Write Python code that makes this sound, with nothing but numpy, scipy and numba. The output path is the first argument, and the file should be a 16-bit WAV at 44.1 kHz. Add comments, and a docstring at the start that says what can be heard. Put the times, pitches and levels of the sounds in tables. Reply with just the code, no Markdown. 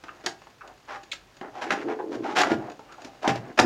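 """In a small room, close by on a table, a thin plastic tray is pulled out of a cardboard box.
Its ribs snap and scrape over the card, exciting the modes of the shell; the film ticks, panels creak
and an edge zips. Stick-slip friction makes the box wall judder as the tray drags.
The tray tips out with dull bumps and a last loud clack."""
import sys
import numpy as np
from scipy import signal
from scipy.fft import rfft, irfft
from scipy.io import wavfile
from scipy.ndimage import map_coordinates
from numba import njit

SR = 44100
rng = np.random.default_rng(int(sys.argv[2]) if len(sys.argv) > 2 else 0)


def log_audio(samples):
    """Write samples as a 16-bit WAV file to the path given in sys.argv[1]."""
    # one column per channel
    frames = np.atleast_2d(samples).T
    # limit to full scale, then quantise
    limited = np.clip(frames, -1, 1)
    pcm = np.round(limited * 32767).astype(np.int16)
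    wavfile.write(sys.argv[1], SR, pcm)


N = 160965


def undb(db):
    """Decibels to amplitude ratio."""
    return 10 ** (np.asarray(db) / 20)


def unit(x):
    """Normalisation to rms 1."""
    return x / np.sqrt(np.mean(x ** 2) + 1e-18)


def along(points, hz):
    """Interpolation of (Hz, value) points on a log-frequency axis."""
    f, v = np.array(points, float).T
    return np.interp(np.log(hz + 1), np.log(f), v)


def colour(x, *spectra, size=2048):
    """Minimum-phase filtering: the gains of cascaded (Hz, dB) spectra add."""
    hz = np.arange(size // 2 + 1) * SR / size
    cepstrum = irfft(np.log(undb(sum(along(s, hz) for s in spectra))))
    cepstrum[1:size // 2] *= 2
    cepstrum[size // 2 + 1:] = 0
    return signal.fftconvolve(x, irfft(np.exp(rfft(cepstrum))))


def add(out, start_s, x):
    """Superposition of a sound at its start time."""
    i = min(max(int(start_s * SR), 0), N)
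    out[i:i + len(x)] += x[:N - i]


@njit
def resonate(x, hz, width_hz):
    """A driven, damped oscillator: a band-pass whose centre may move."""
    y, band_state, low_state = np.empty(len(x)), 0., 0.
    for i in range(len(x)):
        g, damping = np.tan(np.pi * hz[i] / SR), width_hz / hz[i]
        band = (band_state + g * (x[i] - low_state)) / (1 + g * (g + damping))
        band_state = 2 * band - band_state
        low_state += 2 * g * band
        y[i] = damping * band
    return y


def slips(per_s, spread_db, size):
    """Stick-slip friction: tiny jerks at random moments, a few larger than the rest."""
    when, strength, sign = rng.random((3, size))
    jerk_db = -spread_db * np.log(np.maximum(strength, .01))
    return unit((when < per_s / SR) * np.sign(sign - .5) * undb(jerk_db))


def burst(attack_s, fade_s, rough_db=2, size=8192):
    """Impact excitation: a flurry of tiny contacts that decays exponentially."""
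    sign, strength = rng.standard_normal((2, size))
    t = np.arange(size) / SR
    envelope = np.minimum(t / attack_s, 1) * np.exp(-np.maximum(t - attack_s, 0) / fade_s)
    return unit(np.sign(sign) * undb(rough_db * strength)) * envelope


def stroke(length_s, attack_s, release_s, grip_db=1.07, grip_per_s=110, size=65536):
    """Sliding friction: dense slips, modulated in amplitude by an uneven grip."""
    t = np.arange(size) / SR
    grip = map_coordinates(rng.standard_normal(size=256), [t * grip_per_s], order=1, mode="mirror")
    attack = np.clip(t / attack_s, 0, 1) ** 2
    release = np.clip((length_s - t) / release_s + .5, 0, 1)
    return slips(per_s=2600, spread_db=2, size=size) * undb(grip_db * grip) * attack * release


# Spectrum of the background. Each row: frequency in Hz, relative level in dB.
HUSH_SPECTRUM = [(28, -44), (45, 4.5), (62, -6.5), (115, 1), (220, -6), (1400, -9.5), (6000, -19.5),
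                 (9000, -30), (15500, -33.5)]

def hush():
    """Stationary noise: room tone and hiss."""
    return undb(-57.5) * unit(colour(rng.standard_normal(2 * N), HUSH_SPECTRUM, size=8192)[N:2 * N])


# Decay of the room. Each row: frequency in Hz, reverberation time in seconds.
REVERB_TIMES = [(100, 0.33), (700, 0.25), (2000, 0.17)]

def room(x, reverb_db=-9, build_s=0.018, size=32768, bands=14):
    """Reverberation: reflections build up and decay, the treble first."""
    t, hz = np.arange(size) / SR, np.arange(size // 2 + 1) * SR / size
    noise = rfft(rng.standard_normal(size))
    centres = np.geomspace(60, 16000, bands)
    tail = np.zeros(size)
    for centre, share in zip(centres, np.eye(bands)):
        band = irfft(noise * along(list(zip(centres, share)), hz))
        tail += band * undb(-60 * t / along(REVERB_TIMES, centre))
    tail *= np.minimum(t / build_s, 1) ** 2
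    return x + undb(reverb_db) * signal.fftconvolve(x, tail / np.linalg.norm(tail))[:N]


# Course of the drag. Each row: time in seconds, relative level in dB, wall resonance in Hz.
DRAG_CURVE = [(1.55, -94, 390), (1.652, -34.5, 340), (1.82, -40.5, 346), (1.852, -27, 326),
              (1.915, -28, 386), (1.96, -38.5, 372), (2.03, -30.5, 393), (2.14, -31, 347),
              (2.46, -34.5, 305), (2.68, -67, 300)]

def wall_judder():
    """Forced vibration: slips drive the box wall, whose resonance shifts as it bends."""
    t = np.arange(N) / SR
    times, db, hz = np.array(DRAG_CURVE, float).T
    judder = slips(per_s=170, spread_db=0.77, size=N)
    for _ in range(2):
        judder = resonate(judder, np.interp(t, times, hz), width_hz=164.)
    return unit(judder) * undb(np.interp(t, times, db, left=-np.inf, right=-np.inf) - 3.5)


# Soft bumps against box and table. Each row: start in seconds, relative level in dB.
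BUMP_EVENTS = [(0.261, -56), (2.146, -43), (2.503, -24), (3.282, -29.5), (3.323, -28), (3.599, -23.5)]
# Response of the box. Each row: frequency in Hz, gain in dB.
BOX_RESPONSE = [(42, -54), (105, -0.5), (135, 2), (230, -6), (1100, -59)]

def bumps(gain_db=18.5):
    """Cavity resonance: soft impacts boom in the box."""
    out = np.zeros(N)
    for start, db in BUMP_EVENTS:
        add(out, start, undb(gain_db + db) * colour(burst(attack_s=0.013, fade_s=0.051), BOX_RESPONSE))
    return out


# Catching panels. Each row: start and length in seconds, pitch in Hz, level in dB.
CREAK_EVENTS = [(0.082, 0.016, 1300, -38.5), (0.607, 0.019, 1300, -43), (1.884, .03, 783, -34.5),
                (1.987, 0.0257, 846, -34), (2.243, 0.024, 760, -30.5), (2.36, 0.062, 810, -31),
                (2.676, 0.016, 697, -41), (2.886, 0.063, 1300, -51), (2.979, 0.019, 750, -44.5),
                (3.242, 0.028, 837, -24.5)]

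def creaks(overtone_ratio=1.843, overtone_db=-11.5):
    """Frictional excitation: a panel catches on the card and sings at its pitch and one overtone."""
    out = np.zeros(N)
    for start, length, hz, db in CREAK_EVENTS:
        force = stroke(length, attack_s=0.0015, release_s=0.0071)
        width_hz = 0.33 * hz
        for mode_hz, mode_db in ((hz, db), (hz * overtone_ratio, db + overtone_db)):
            centre = np.full(len(force), float(mode_hz))
            tone = resonate(resonate(force, centre, width_hz), centre, width_hz)
            add(out, start, undb(mode_db) * unit(tone) * np.sqrt(length * SR / len(tone)))
    return out


# Spectrum of the sliding edge. Each row: frequency in Hz, gain in dB.
ZIP_SPECTRUM = [(500, -36), (1700, -20), (2200, 7), (2750, -7), (3800, 1.5), (5300, -20), (6800, -11),
                (11000, -39)]

def edge_zip():
    """Friction noise: a plastic edge slides over card in one short, shrill zip."""
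    out = np.zeros(N)
    force = stroke(length_s=0.015, attack_s=0.0046, release_s=0.007)
    add(out, start_s=1.113, x=undb(-21) * colour(force, ZIP_SPECTRUM))
    return out


# Response of the plastic to ticks, snaps and scrapes. Each row: frequency in Hz, gain in dB.
PLASTIC_RESPONSE = [(50, -25), (130, -17.5), (270, 2), (800, -4.5), (1750, -6), (3300, -9), (5800, -12),
                    (7400, -20), (8100, -27.5), (12000, -36), (15500, -52)]
# The clearest ticks. Each row: start in seconds, relative level in dB.
TICK_EVENTS = [(.675, -46), (1.033, -44), (1.367, -47.5), (2.415, -20), (2.698, -45.5), (2.717, -46.5),
               (2.922, -44.5), (3.018, -43.5)]

def crinkle():
    """Transients of flexure: the film ticks, faintly at random and a few times clearly."""
    tick = colour(burst(attack_s=0.0015, fade_s=0.0053), PLASTIC_RESPONSE, [(300, -11), (3000, -8)])
    jerks = slips(per_s=72, spread_db=1.5, size=N)
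    out = undb(-65) * unit(signal.fftconvolve(jerks, tick)[:N])
    for start, db in TICK_EVENTS:
        add(out, start, undb(db) * tick / np.abs(tick).max() * 2)
    return out


# Centres in Hz of the shell's four registers: hollow, ring, clack and crack.
REGISTER_CENTRES = [350, 820, 1750, 4500]
# Modes of the shell. Each row: frequency in Hz, gain in dB, time to decay by 60 dB in seconds.
SHELL_MODES = [(349, -1, 0.049), (648.3, 3.5, 0.079), (751.7, 7.5, 0.17), (824.5, 5, 0.15), (1333, 2, 0.21),
               (1671, -1, 0.17)]

def shell(force, ring, hollow, clack, crack, flex_spread=0.0579):
    """Modal response: the place of contact weights the registers, and bending retunes each mode."""
    direct = colour(force, PLASTIC_RESPONSE, list(zip(REGISTER_CENTRES, (hollow, ring, clack, crack))))
    bends = np.exp(flex_spread * rng.standard_normal(len(SHELL_MODES)))
    ringing = np.zeros(len(direct))
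    for (hz, db, t60), bend in zip(SHELL_MODES, bends):
        width_hz = np.log(1000) / np.pi / t60
        ringing += undb(db) * resonate(direct, np.full(len(direct), hz * bend), width_hz)
    return direct + ringing


# Rib snaps, and at 1.13 s the zipping edge letting go. Each row: start in seconds, then relative levels of
# ring, hollow, clack and crack in dB.
SNAP_EVENTS = [(0.037, -40, -46.5, -37, -45), (0.261, -30.5, -27.5, -26, -19.5),
               (0.268, -27, -34, -23, -58), (0.417, -44, -56, -44.5, -55), (0.469, -40.5, -55, -50, -56),
               (1.13, -46, -48, -31, -32), (1.411, -31.5, -32, -35.5, -49.5), (1.705, -20, -25, -13, -29),
               (2.386, -29, -37, -29, -22), (2.433, -17, -34, -16.5, -30),
               (2.516, -21.5, -12, -22.5, -36.5), (2.792, -33.5, -39, -50, -52.5),
               (3.046, -48, -33.5, -40.5, -38), (3.276, -18.5, -13.5, -20.5, -22.5),
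               (3.356, -42, -21.5, -41, -35.5), (3.589, -7.5, -21.5, -5, -17), (3.596, -8, -9, -27, -15)]
# Rib scrapes. Each row: start and length in seconds, then the same four levels in dB.
SCRAPE_EVENTS = [(0, 0.24, -56, -60.5, -57.5, -74), (0.234, 0.03, -48, -45.5, -48, -53),
                 (0.612, .11, -46.5, -58, -55.5, -90), (0.599, 1, -67, -71.5, -70, -75),
                 (0.866, 0.11, -37.5, -55, -39, -52.5), (1.409, 0.084, -42.5, -48, -46.5, -78),
                 (1.517, 0.15, -38, -53, -47, -57), (1.607, 0.046, -33.5, -44, -34, -43),
                 (1.617, 0.22, -41.5, -41, -39.5, -53), (1.713, 0.024, -30.5, -30.5, -28, -36),
                 (1.861, 0.083, -38.5, -42.5, -39, -56), (2.107, 0.06, -39.5, -34.5, -44.5, -49.5),
                 (2.211, 0.13, -34, -64, -40.5, -50.5), (2.346, .076, -20.5, -31.5, -20, -27.5),
                 (2.418, 0.13, -29, -30, -34.5, -44.5), (2.538, 0.18, -42.5, -43.5, -50, -68),
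                 (2.754, 0.49, -55.5, -61, -62.5, -69), (2.981, 0.11, -48, -52.5, -54.5, -58),
                 (3.213, 0.071, -36, -39, -41, -47), (3.282, 0.026, -23, -32.5, -24.5, -33.5),
                 (3.298, 0.085, -39, -43, -39, -51), (3.394, 0.13, -49, -44.5, -50.5, -71),
                 (3.573, 0.01, -23, -26.5, -19, -28.5), (3.605, 0.072, -34.5, -23.5, -33, -54)]

def tray_ribs(snap_db=15.5, scrape_db=16):
    """Impulsive and sustained excitation: ribs snap and scrape over the card, the zipping edge snaps free, and
    each rings the shell."""
    out = np.zeros(N)
    for start, *levels in SNAP_EVENTS:
        force = burst(attack_s=0.0015, fade_s=0.0071)
        add(out, start, undb(snap_db) * shell(force, *levels))
    for start, length, *levels in SCRAPE_EVENTS:
        force = stroke(length, attack_s=0.26 * length, release_s=0.022)
        add(out, start, undb(scrape_db) * shell(force, *levels))
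    return out


def scene():
    """Superposition: tray and box reverberate in the room, over its hush."""
    return (hush() + room(tray_ribs() + creaks() + crinkle() + edge_zip() + wall_judder() + bumps()))[None]


def record(dry, ceiling=.92, top_hz=15800):
    """Soft saturation rounds the highest peak; a low-pass filter cuts the top."""
    rounded = dry / (1 + (dry / ceiling) ** 6) ** (1 / 6)
    return signal.sosfilt(signal.ellip(8, .2, 70, top_hz, fs=SR, output="sos"), rounded)


dry = scene()
out = record(dry)
log_audio(out)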